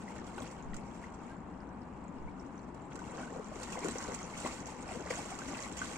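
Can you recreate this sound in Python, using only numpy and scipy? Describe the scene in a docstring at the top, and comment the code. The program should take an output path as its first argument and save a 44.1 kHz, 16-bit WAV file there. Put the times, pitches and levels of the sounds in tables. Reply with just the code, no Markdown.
"""A big dog paddles to a river bank with a stick, then wades out through the shallows.
First come gulps of trapped air and slaps of paws, then a lull of pings and soft rising chirps; at about 3 s
the churn returns and grows, with gulps, drips and spatter. Ringing bubbles make the gulps, churn and drips;
random impacts make the slaps and spray. Filtered noise gives the steady outdoor rumble and hiss
throughout and two deep puffs of wind on the microphone, at about 0.7 and 2.2 s."""
import sys
import numpy as np
from scipy import signal
from scipy.fft import rfft, irfft, next_fast_len
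from scipy.io import wavfile

SR = 44100
rng = np.random.default_rng(int(sys.argv[2]) if len(sys.argv) > 2 else 0)


def persist_wave(psi):
    """Save psi, clipped to +-1, as 16-bit WAV."""
    counts = np.round(np.clip(psi, -1, 1) * 32767).astype(np.int16)
    wavfile.write(sys.argv[1], SR, np.atleast_2d(counts).T)


N = 263277   # length [samples]
TIME = np.arange(N) / SR   # [s]
FFT_SIZE = next_fast_len(N + 8192, True)
BINS = np.maximum(np.fft.rfftfreq(FFT_SIZE, 1 / SR), 1)   # [Hz]
LEFT_LAG_S, LAG_SPREAD_S = .00015, .00007   # mean delay of the left channel, change per unit of place

# big pockets of air closed by legs and waves:
# (time [s], relative peak level [dB], pitch [Hz], ringing [cycles], pitch rise [share])
GULPS = [(0.105, -36.5, 900, 24, 0.15), (0.212, -34.5, 352, 16, 0.43), (0.373, -31, 352, 22, 0.28),
         (0.379, -30.5, 840, 26, 0.034), (0.396, -41, 774, 39, -0.013), (0.42, -34.5, 258, 23, 0.096),
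         (2.951, -30.5, 305, 8.1, 0.052), (3.017, -33, 950, 27, 0.028), (3.184, -37, 543, 22, .2),
         (3.358, -34, 540, 26, -0.38), (3.367, -28.5, 240, 11, 0.034), (3.394, -30.5, 446, 27, -0.14),
         (3.515, -35, 607, 23, 0.066), (3.559, -34.5, 390, 23, 0.075), (3.601, -29.5, 764, 9.3, 0.42),
         (3.755, -27.5, 970, 13, 0.19), (3.773, -29.5, 680, 17, 0.26), (3.846, -22.5, 425, 20, -0.19),
         (3.848, -27, 290, 13, 0.23), (3.861, -27, 385, 15, -0.24), (3.856, -32.5, 1070, 33, .1),
         (3.884, -31.5, 414, 25, -0.13), (3.886, -30, 224, 8.5, 0.13), (3.956, -24, 450, 9, 0.21),
         (4.084, -26, 460, 8, 0.23), (4.094, -26.5, 500, 8.2, 0.07), (4.24, -37, 514, 16, -0.084),
         (4.446, -32.5, 234, 31, 0.26), (4.448, -30, 354, 13, -0.025), (4.447, -28.5, 590, 18, 0.039),
         (4.458, -28, 810, 28, 0.26), (4.459, -27, 1070, 20, -0.15), (4.686, -33.5, 850, 24, 0.33),
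         (4.886, -35, 760, 62, 0.17), (4.912, -31, 724, 32, -0.038), (4.954, -31.5, 476, 16, 0.31),
         (4.997, -31.5, 350, 21, 0.63), (5.014, -31, 300, 15, -.2), (5.057, -34, 556, 19, 0.26),
         (5.105, -23, 517, 19, -0.16), (5.106, -34, 333, 20, 0.43), (5.107, -32, 1000, 11, 0.051),
         (5.172, -34, 694, 44, 0.35), (5.186, -35, 647, 23, 0.53), (5.189, -29, 823, 26, 0.17),
         (5.267, -43, 780, 31, .3), (5.316, -33.5, 686, 50, 0.76), (5.39, -35, 1130, 32, 0.6),
         (5.483, -32, 261, 40, 0.59), (5.508, -34.5, 329, 26, 0.51), (5.53, -33, 216, 17, -0.16),
         (5.814, -34, 1170, 43, 0.023)]
# single drops that plink or ping:
# (time [s], relative peak level [dB], pitch [Hz], ringing [cycles], pitch rise [share])
DRIPS = [(0.0795, -32, 1970, 51, .15), (0.188, -30, 1710, 16, .2), (0.277, -41, 3330, 25, .1),
         (0.285, -36, 8360, 44, .03), (0.341, -39, 2070, 37, .1), (0.4205, -32.5, 3400, 25, .1),
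         (0.3812, -28.5, 1430, 28, .1), (0.381, -36, 2630, 35, .1), (0.7327, -32, 1890, 37, .1),
         (0.743, -30, 1370, 16, .2), (0.767, -27, 7200, 45, 0.033), (0.786, -33, 2030, 20, 0.49),
         (1.145, -36, 7590, 46, .03), (0.914, -43, 3260, 22, .1), (1.235, -44, 7010, 45, .03),
         (1.269, -42, 7040, 50, .03), (1.367, -45, 7160, 56, .03), (1.605, -42.5, 5000, 18, .03),
         (1.632, -35, 1700, 9.3, .2), (1.731, -46, 7900, 50, .03), (1.819, -44, 5050, 25, .03),
         (2.041, -41, 7600, 39, .03), (2.081, -39, 7100, 46, .03), (2.185, -47, 5140, 25, .03),
         (2.398, -39, 5500, 44, .03), (2.556, -46, 6980, 54, .03), (2.578, -41, 6021, 60, .03),
         (2.594, -47, 4320, 30, .03), (2.618, -45, 7440, 50, .03), (2.820, -41, 7340, 46, .03),
         (2.855, -41, 7500, 50, .03), (2.958, -32, 7300, 60, .03), (3.040, -41, 2700, 45, .1),
         (3.118, -33, 7300, 50, .03), (3.231, -27.5, 1480, 38, 0.18), (3.329, -32, 7240, 55, .03),
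         (3.485, -33, 7100, 39, .03), (3.691, -34, 1880, 47, .1), (3.730, -28, 2480, 44, 0.24),
         (3.7713, -27.5, 2020, 31, 0.15), (3.793, -29, 8200, 45, .03), (3.833, -26, 2140, 32, .2),
         (3.858, -23, 7290, 41, .03), (4.002, -31, 1510, 33, .1), (4.098, -32, 2030, 22, .2),
         (4.120, -31, 1920, 31, .2), (4.1475, -13.5, 7330, 23, .03), (4.160, -31, 6660, 41, .03),
         (4.201, -30, 2070, 21, 0.23), (4.216, -31, 1270, 35, .1), (4.230, -25, 6450, 45, .03),
         (4.3376, -26.5, 2180, 40, .1), (4.449, -26, 2010, 55, .1), (4.457, -32, 7500, 45, .03),
         (4.890, -23, 2130, 15, 0.6), (4.920, -29, 2080, 21, .2), (5.1076, -16.5, 2100, 22, 0.089),
         (5.157, -21.5, 6600, 44, .03), (5.189, -31, 5000, 30, .03), (5.325, -28, 2094, 22, .2),
         (5.353, -27, 7000, 49, .03), (5.390, -30, 7378, 50, .03), (5.418, -26, 1500, 33, 0.24),
         (5.492, -33, 7160, 45, .03), (5.546, -27, 2600, 44, 0.092), (5.591, -29, 1947, 34, .2),
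         (5.636, -34, 7100, 45, .03), (5.645, -25.5, 2050, 31, 0.18), (5.791, -20, 6670, 56, .03),
         (5.793, -32, 3120, 30, .1), (5.8162, -17, 1480, 36, 0.21), (5.832, -29, 1420, 20, .2),
         (5.957, -26, 2290, 26, .1)]
# spectrum of spray and spatter: (frequency [Hz], relative density [dB per Hz])
SPRAY = [(2000, 2), (3100, -1.5), (3900, -6), (5200, -2.5), (6300, 0), (7600, 5.5), (8400, -1.5),
         (9300, -6), (10200, -19), (12000, -19.5), (15000, -24.5)]


def from_db(db):
    """A level in decibels is 20 times the logarithm of an amplitude ratio."""
    return 10 ** (np.asarray(db) / 20)


def rms_one(x):
    """Mean-square normalization: the middle of the two channels gets rms 1."""
    return x / np.sqrt(np.mean(x.mean(axis=0) ** 2) + 1e-20)


def at_bins(points):
    """Interpolation on a logarithmic frequency axis."""
    hz, value = np.transpose(points)
    return np.interp(np.log(BINS), np.log(hz), value)


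def filtered(x, gain):
    """Linear filtering: each frequency component is multiplied by its gain."""
    return irfft(rfft(x, FFT_SIZE) * gain, FFT_SIZE)[..., :N]


def coloured(x, spectrum):
    """Spectral shaping, at equal power for white input."""
    gain = from_db(at_bins(spectrum))
    return filtered(x, gain / np.sqrt(np.mean(gain ** 2)))


def panned(x, pan):
    """Level difference between the channels at each frequency, with a mean gain of 1."""
    gains = from_db(at_bins(pan) * np.array([[.5], [-.5]]))
    return filtered(x, gains / gains.mean(axis=0))


def add(out, s, sound, place):
    """Time difference between the channels: place sets the delay of the left one."""
    lag = LEFT_LAG_S + LAG_SPREAD_S * place
    for channel, start in zip(out, (s + lag / 2, s - lag / 2)):
        i = int(np.clip(start * SR, 0, N - 1))
        channel[i:i + len(sound)] += sound[:N - i]


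def burst(s, db, rise_s, fade_s):
    """Exponential attack and decay, as an envelope."""
    out = np.zeros(N)
    span = slice(int(max(s, 0) * SR), int((s + 10 * fade_s) * SR))
    age = np.maximum(TIME[span] - s, 0)
    out[span] = from_db(db) * (1 - np.exp(-age / rise_s)) * np.exp(-age / fade_s)
    return out


def drift(corner_hz):
    """Low-pass noise: slow random variation with a standard deviation of 1."""
    slow = filtered(rng.standard_normal(N), 1 / (1 + (BINS / corner_hz) ** 2))
    return slow / slow.std()


def bubble(hz, cycles, rise):
    """Damped resonance of a bubble: it swells, rings down 60 dB and rises in pitch near the surface."""
    age = np.arange(int(cycles / hz * SR) + 2) / SR * hz   # [cycles of the first pitch]
    life = age / cycles
    envelope = (1 - np.exp(-16 * life)) * from_db(-60 * life)
    phase = 2 * np.pi * age * (1 + rise * life / 2)
    return envelope / envelope.max() * np.sin(phase)


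def bubbles(low_hz, high_hz, cycles, rise, spread_db, centre, scatter, count):
    """Superposition of bubbles of random size, moment and place, about even in power per Hz."""
    out = np.zeros((2, N))
    for (when, pitch, size, life), place in zip(rng.random((count, 4)), rng.standard_normal(count)):
        hz = low_hz * (high_hz / low_hz) ** pitch
        strength = hz * from_db(spread_db * min(-np.log(1 - size), 3))
        note = bubble(hz, cycles * (.5 + life), rise)
        add(out, when * N / SR, strength * note, centre + scatter * place)
    return out


def droplets(per_s, spread_db):
    """Shot noise: tiny random impacts, each with its own delay; power about 1 at any rate."""
    chance = np.clip(per_s / SR, 1e-6, 1) * np.ones(N)
    at = np.flatnonzero(rng.random(N) < chance)
    sizes = from_db(spread_db * np.minimum(rng.exponential(1, N), 4.5)) * rng.choice([-1, 1], N)
    sizes = (sizes / sizes.std() / np.sqrt(chance))[at]
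    places = .5 * rng.standard_normal(N)[at]
    lags = np.rint((LEFT_LAG_S + LAG_SPREAD_S * places) * SR).astype(int)
    left = np.bincount(np.clip(at + lags, 0, N - 1), sizes, N)
    return np.array([left, np.bincount(at, sizes, N)])


def stir_at(s):
    """Source strength: how hard the dog stirs the water, in dB above steady wading."""
    # stir of the water: (time [s], level before the wading reference is subtracted [dB])
    stir = [(0.0, -70.5), (0.22, -65.5), (0.32, -69), (0.38, -64), (0.56, -68.5), (0.68, -73.5),
            (0.85, -73), (1.23, -72), (1.36, -79.5), (1.61, -81.5), (2.6, -77), (2.895, -80), (2.93, -63.5),
            (3.11, -66), (3.27, -65), (3.42, -69), (3.54, -65.5), (3.66, -58.5), (3.84, -54.5), (4.04, -53),
            (4.22, -57), (4.32, -62), (4.40, -55.5), (4.54, -57.5), (4.67, -60), (4.85, -66.5),
            (5.17, -58.5), (5.97, -56)]
    wading_db = -58
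    return np.interp(s, *np.transpose(stir)) - wading_db


def surges():
    """Impulsive forcing: each leg stroke adds a bell-shaped rise or dip, in dB, to stir and slosh."""
    # strides: (time at the height [s], extra stir [dB], extra slosh [dB], half length to 1/e [s])
    strides = [(0.16, 6, 4, 0.011), (0.383, 0, 4, 0.027), (0.461, 5.5, -5, 0.026), (1.043, 4, -1, .02),
               (1.293, 3, 1.5, 0.06), (2.95, -6.5, -3, 0.029), (3.188, 4.5, 8.5, 0.055),
               (3.35, -2.5, 6.5, 0.051), (3.783, 0, 4, 0.052), (3.846, 1.5, 5, 0.044),
               (4.103, -4, 5.5, 0.021), (4.212, 1.5, 2, 0.022), (4.47, 6.5, -9, 0.012),
               (4.915, 3, 5, 0.091), (5.124, 5.5, 2.5, 0.089), (5.416, 0.5, 1.5, 0.026),
               (5.57, 3.5, 3, 0.059), (5.822, 4.5, -9, 0.034)]
    return sum(np.outer([stir_db, slosh_db], np.exp(-np.minimum(((TIME - s) / length) ** 2, 20)))
               for s, stir_db, slosh_db, length in strides)


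def breakup(rows, cloud_db):
    """Fragmentation: the envelope of lesser bubbles shed by gulps or drips; the smallest shed none."""
    clouds = [burst(s, db + cloud_db, rise_s=0.013, fade_s=0.021)
              for s, db, hz, *_ in rows if hz < 4000]
    return np.sqrt(sum(cloud ** 2 for cloud in clouds))


def slosh(stir_db, swell_db):
    """Low resonance of big bubbles, which follow the strides and the breakup of gulps."""
    # spectrum: (frequency [Hz], relative density [dB per Hz])
    slosh_spectrum = [(120, -4), (250, 4), (420, 1), (700, 0), (1200, -6.5), (1700, -8), (3000, -24)]
    big = bubbles(low_hz=217.8, high_hz=1505, cycles=20.5, rise=0.43, spread_db=0.0,
                  centre=-0.049, scatter=2.6, count=3600)
    level = np.hypot(from_db(-53 + 0.25 * stir_db + swell_db), breakup(GULPS, cloud_db=-14))
    return level * rms_one(coloured(big, slosh_spectrum))


def babble(stir_db, surge_db, clump_db):
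    """Middle resonance of small bubbles, joined by those that drips shed."""
    # spectrum: (frequency [Hz], relative density [dB per Hz])
    babble_spectrum = [(700, 6), (1300, 0.5), (1750, -2), (2150, 1), (2750, -4), (3300, -14), (5000, -13.5)]
    small = bubbles(low_hz=999, high_hz=4170, cycles=20.2, rise=0.26, spread_db=2.5,
                    centre=-2.0, scatter=0.86, count=9000)
    stirred = from_db(-58 + 0.58 * stir_db + 0.76 * surge_db + 0.35 * clump_db)
    level = np.hypot(stirred, breakup(DRIPS, cloud_db=-30))
    return level * rms_one(coloured(small, babble_spectrum))


def crackle(stir_db, surge_db):
    """Short, strongly damped resonances of bursting foam, swelling steeply with each surge."""
    # spectrum: (frequency [Hz], relative density [dB per Hz])
    crackle_spectrum = [(1500, 14), (2300, 3.5), (3300, 1.5), (4000, -6.5), (5000, 0), (6500, -17)]
    # patches of foam that burst at once: (time [s], nominal peak level [dB], fading time to 1/e [s])
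    foam_bursts = [(0.378, -46, 0.0075), (0.436, -61, 0.04), (0.733, -50, .008), (2.914, -55, 0.01),
                   (4.448, -49, 0.025), (5.105, -40, 0.011), (5.828, -60, 0.011)]
    foam = bubbles(low_hz=1720, high_hz=5940, cycles=10.0, rise=0.072, spread_db=1.5,
                   centre=-1.5, scatter=0.48, count=2600)
    patches = sum(burst(s, db, 0.0043, fade_s) for s, db, fade_s in foam_bursts)
    level = np.hypot(from_db(-69.5 + 0.56 * stir_db + 2.8 * surge_db), patches)
    return level * rms_one(coloured(foam, crackle_spectrum))


def fizz(stir_db, surge_db, clump_db):
    """High resonance of tiny bubbles: the smaller the bubble, the higher its pitch."""
    # spectrum: (frequency [Hz], relative density [dB per Hz])
    fizz_spectrum = [(2800, -24), (4000, -4), (5200, -11), (6300, -11), (7500, -1), (8400, -3.5),
                     (9500, -18), (12000, -36)]
    tiny = bubbles(low_hz=2920, high_hz=9460, cycles=42, rise=0.053, spread_db=7.0,
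                   centre=0, scatter=0.55, count=3400)
    level = from_db(-68 + 0.87 * (stir_db + surge_db) + clump_db)
    return level * rms_one(coloured(tiny, fizz_spectrum))


def mist(stir_db, surge_db, clump_db):
    """Shot noise of fine spray, whose droplets are more numerous when it is stronger."""
    impacts = droplets(per_s=1500 * from_db(0.25 * (stir_db + surge_db)), spread_db=1.0)
    level = from_db(-58 + stir_db + surge_db + clump_db)
    return level * rms_one(coloured(impacts, SPRAY))


def ticking(stir_db, surge_db):
    """Brief resonances of bigger drops in the spray, each at its own pitch."""
    # spectrum: (frequency [Hz], relative density [dB per Hz])
    drop_spectrum = [(2000, -0.5), (3100, -4), (4000, -6), (5200, -2), (7000, 4.5), (9000, -13),
                     (12000, -38)]
    drops = bubbles(low_hz=2640, high_hz=8600, cycles=9.8, rise=0.057, spread_db=5.0,
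                    centre=-1.0, scatter=0.4, count=1000)
    return from_db(-66 + stir_db + surge_db / 2) * rms_one(coloured(drops, drop_spectrum))


def churn():
    """Superposition of bubbles and spray driven by one stir; some of them come in uneven clumps."""
    stir_db = stir_at(TIME)
    surge_db, swell_db = surges()
    clump_db = 2.5 * drift(corner_hz=8.6)   # water falls back unevenly
    bubbling = slosh(stir_db, swell_db) + babble(stir_db, surge_db, clump_db)
    bursting = crackle(stir_db, surge_db) + fizz(stir_db, surge_db, clump_db)
    return bubbling + bursting + mist(stir_db, surge_db, clump_db) + ticking(stir_db, surge_db)


def plops(rows, gain_db, place):
    """Resonance of single trapped bubbles: short gliding notes, as deep gulps or high drips."""
    out = np.zeros((2, N))
    for (s, db, hz, cycles, rise), aside in zip(rows, rng.standard_normal(200)):
        add(out, s, from_db(db + gain_db) * bubble(hz, cycles, rise), place + aside)
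    return out


def stray_gulps():
    """Poisson process of lesser air pockets, louder in stirred water: rows like GULPS."""
    per_s, low_hz, high_hz = 14, 272, 1134
    cycles, greatest_rise = 22, 0.6
    gaps, pitches, glides = rng.random((120, 3)).T
    times = np.cumsum(-np.log(1 - gaps)) / per_s
    levels = -45 + 0.52 * stir_at(times)
    notes = low_hz * (high_hz / low_hz) ** pitches
    return [(s, db, hz, cycles, greatest_rise * glide)
            for s, db, hz, glide in zip(times, levels, notes, glides) if s < TIME[-1]]


def splashes(slap_db, spatter_db, spatter_rise_s, first_drop_db):
    """Impact noise: dense dull slaps, and short bright spatters led by the tick of their biggest drop."""
    # paws slap the surface: (time [s], relative peak level [dB], fading time to 1/e [s])
    slaps = [(0.375, -28, 0.0083), (0.42, -26, 0.0092), (3.844, -45, 0.012), (4.082, -28, 0.0029),
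             (4.448, -35, 0.036), (5.106, -42, 0.016), (5.172, -46, 0.018)]
    # flung water falls: (time [s], relative peak level [dB], fading time to 1/e [s])
    spatters = [(0.267, -47, 0.0055), (0.419, -51, 0.0035), (0.511, -48, 0.008), (0.743, -39.5, 0.0032),
                (0.766, -40, 0.0026), (2.745, -53.5, 0.0043), (2.956, -41, 0.0028), (2.991, -46.5, 0.0035),
                (3.631, -34, 0.0038), (3.721, -39, 0.0066), (3.731, -45, .002), (3.791, -36, 0.0021),
                (3.844, -36, 0.0033), (3.885, -26, 0.0012), (4.025, -37, 0.0025), (4.143, -34, 0.0023),
                (4.373, -39.5, 0.0072), (4.667, -41, 0.0066), (4.826, -43, 0.0038), (5.103, -37, 0.0087),
                (5.176, -37, 0.0022), (5.303, -38.5, 0.004), (5.389, -33.5, 0.0025), (5.571, -37, 0.0022),
                (5.7675, -42.5, 0.02)]
    # spectrum of slaps: (frequency [Hz], relative density [dB per Hz])
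    slap_spectrum = [(120, -36), (280, -2), (520, 1), (800, 30), (1500, -28), (2200, -16), (3500, -3),
                     (6000, -22), (8000, 5.5), (11000, -14)]
    impacts = droplets(per_s=9000, spread_db=2)
    slap = impacts * sum(burst(s, db, 0.0021, fade_s) for s, db, fade_s in slaps)
    spatter = impacts * sum(burst(s, db, spatter_rise_s, fade_s) for s, db, fade_s in spatters)
    for s, db, _ in spatters:
        add(spatter, s, from_db([db + first_drop_db]), 0)
    dull = from_db(slap_db) * coloured(slap, slap_spectrum)
    return dull + from_db(spatter_db) * coloured(spatter, SPRAY)


def chirps(rows, gain_db, place):
    """Frequency modulation: a rising bubble swells and fades while its pitch climbs and levels off."""
    out = np.zeros((2, N))
    for s, db, hz, rise, length in rows:
        life = np.linspace(0, 1, int(length * SR) + 2)
        pitch = hz * (1 + rise * np.sin(np.pi * life / 2))
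        tone = np.sin(2 * np.pi * np.cumsum(pitch) / SR)
        add(out, s, from_db(db + gain_db) * np.sin(np.pi * life) ** 2 * tone, place)
    return out


def gurgle():
    """Poisson process of lesser rising bubbles, louder in stirred water: rows for chirps."""
    per_s, low_hz, high_hz = 70, 703.5, 1887
    cycles, greatest_rise = 17.5, 0.37
    gaps, pitches, glides, sizes = rng.random((600, 4)).T
    times = np.cumsum(-np.log(1 - gaps)) / per_s
    notes = low_hz * (high_hz / low_hz) ** pitches
    levels = -48 + 0.86 * stir_at(times) - 12 * sizes
    return [(s, db, hz, greatest_rise * glide, cycles / hz)
            for s, db, hz, glide in zip(times, levels, notes, glides) if s < TIME[-1]]


def bank(x, echo_db, fade_s):
    """Diffuse reflection off the shore: a decaying noise response, different in each channel."""
    age = np.arange(SR // 4) / SR
    tail = rng.standard_normal((2, len(age))) * np.exp(-age / fade_s)
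    tail /= np.sqrt(np.sum(tail ** 2, axis=1, keepdims=True))
    # long waves hardly scatter
    tail = signal.sosfilt(signal.butter(1, 900, "high", fs=SR, output="sos"), tail)
    return from_db(echo_db) * signal.fftconvolve(x, tail, axes=1)[:, :N]


def outdoors():
    """Partly coherent noise field: distant rumble and faint hiss, most alike in the bass."""
    # spectra of rumble and hiss: (frequency [Hz], relative density [dB per Hz])
    rumble_spectrum = [(20, -11.5), (42, -7.5), (63, 0), (82, -6.5), (135, -5.5), (180, 0.7), (255, -0.5),
                       (420, -10.5), (600, -16), (920, -8.5), (1320, -19.5), (2300, -32), (3400, -45),
                       (5000, -84)]
    air_spectrum = [(1760, -18), (3000, -35), (3870, -15), (4740, -15), (5110, -9), (5840, -24),
                    (8180, -6.5), (15000, -49)]
    # lean of the rumble: (frequency [Hz], left-minus-right level [dB])
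    rumble_pan = [(60, 4.5), (130, 3.5), (290, 6), (640, 4), (1410, 2), (3100, -1), (6820, 2), (15000, 3)]
    # likeness of the channels: (frequency [Hz], correlation [-1 to 1])
    likeness = [(60, 0.91), (130, 1), (290, 0.89), (640, 0.72), (1410, 0.42), (3100, 0.22), (6820, 0.2),
                (15000, 0.3)]
    mid, side = rng.standard_normal((2, N))
    alike = np.clip(at_bins(likeness), -.99, .99)
    field = filtered(mid, np.sqrt(1 + alike)) + filtered(side, np.sqrt(1 - alike)) * [[1], [-1]]
    rumble = from_db(-47) * rms_one(coloured(field, rumble_spectrum))
    hiss = from_db(-87) * rms_one(coloured(field, air_spectrum))
    return panned(rumble, rumble_pan) + hiss


def wind(eddy_hz):
    """Turbulent pressure: each puff is a brief, very deep buffet, independent in each channel."""
    # puffs on the microphone: (time at the height [s], peak of the rms level [dB], half length to 1/e [s])
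    puffs = [(0.727, -45.5, 0.068), (2.247, -46, 0.07)]
    low_pass = signal.butter(2, eddy_hz, fs=SR, output="sos")
    eddies = signal.sosfilt(low_pass, rng.standard_normal((2, N)))
    return rms_one(eddies) * sum(from_db(db) * np.exp(-((TIME - s) / length) ** 2)
                                 for s, db, length in puffs)


def scene():
    """Superposition of the dog in the water, the shore's echoes and the open air."""
    # clear rising bubbles:
    # (time [s], relative peak level [dB], first pitch [Hz], pitch rise [share], length [s])
    clear_chirps = [(1.032, -44.5, 1340, .68, .02), (1.296, -49, 1550, .04, 0.044),
                    (1.70, -53, 1540, .07, .026), (2.270, -51.5, 1870, 0.26, 0.027),
                    (2.911, -52, 1620, 0.55, 0.024), (2.977, -47, 1262, 0.24, 0.028),
                    (3.266, -46, 1350, .18, .026), (3.292, -50, 1600, .15, 0.017),
                    (5.066, -42, 1640, 0.32, .015)]
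    # lean of the water: (frequency [Hz], left-minus-right level [dB])
    water_pan = [(100, -3), (380, 8.5), (700, 0), (1300, 0.5), (2400, 4.5), (3300, -1), (4400, -4.5),
                 (6000, -7.5), (8100, -2), (12000, 2)]
    gulps = plops(GULPS + stray_gulps(), gain_db=-7.0, place=-0.41)
    drips = plops(DRIPS, gain_db=-13.5, place=-1.4)
    rising = chirps(clear_chirps + gurgle(), gain_db=-3.0, place=-1.1)
    thrown = splashes(slap_db=-13.0, spatter_db=0.0, spatter_rise_s=0.0019, first_drop_db=7.0)
    water = panned(churn() + gulps + drips + rising + thrown, water_pan)
    return water + bank(water, echo_db=-3.5, fade_s=0.011) + outdoors() + wind(eddy_hz=24.8)


def record(dry):
    """Band limitation: an elliptic low-pass cuts steeply above 15600 Hz."""
    return signal.sosfilt(signal.ellip(10, .2, 80, 15600, fs=SR, output="sos"), dry)


dry = scene()
out = record(dry)
persist_wave(out)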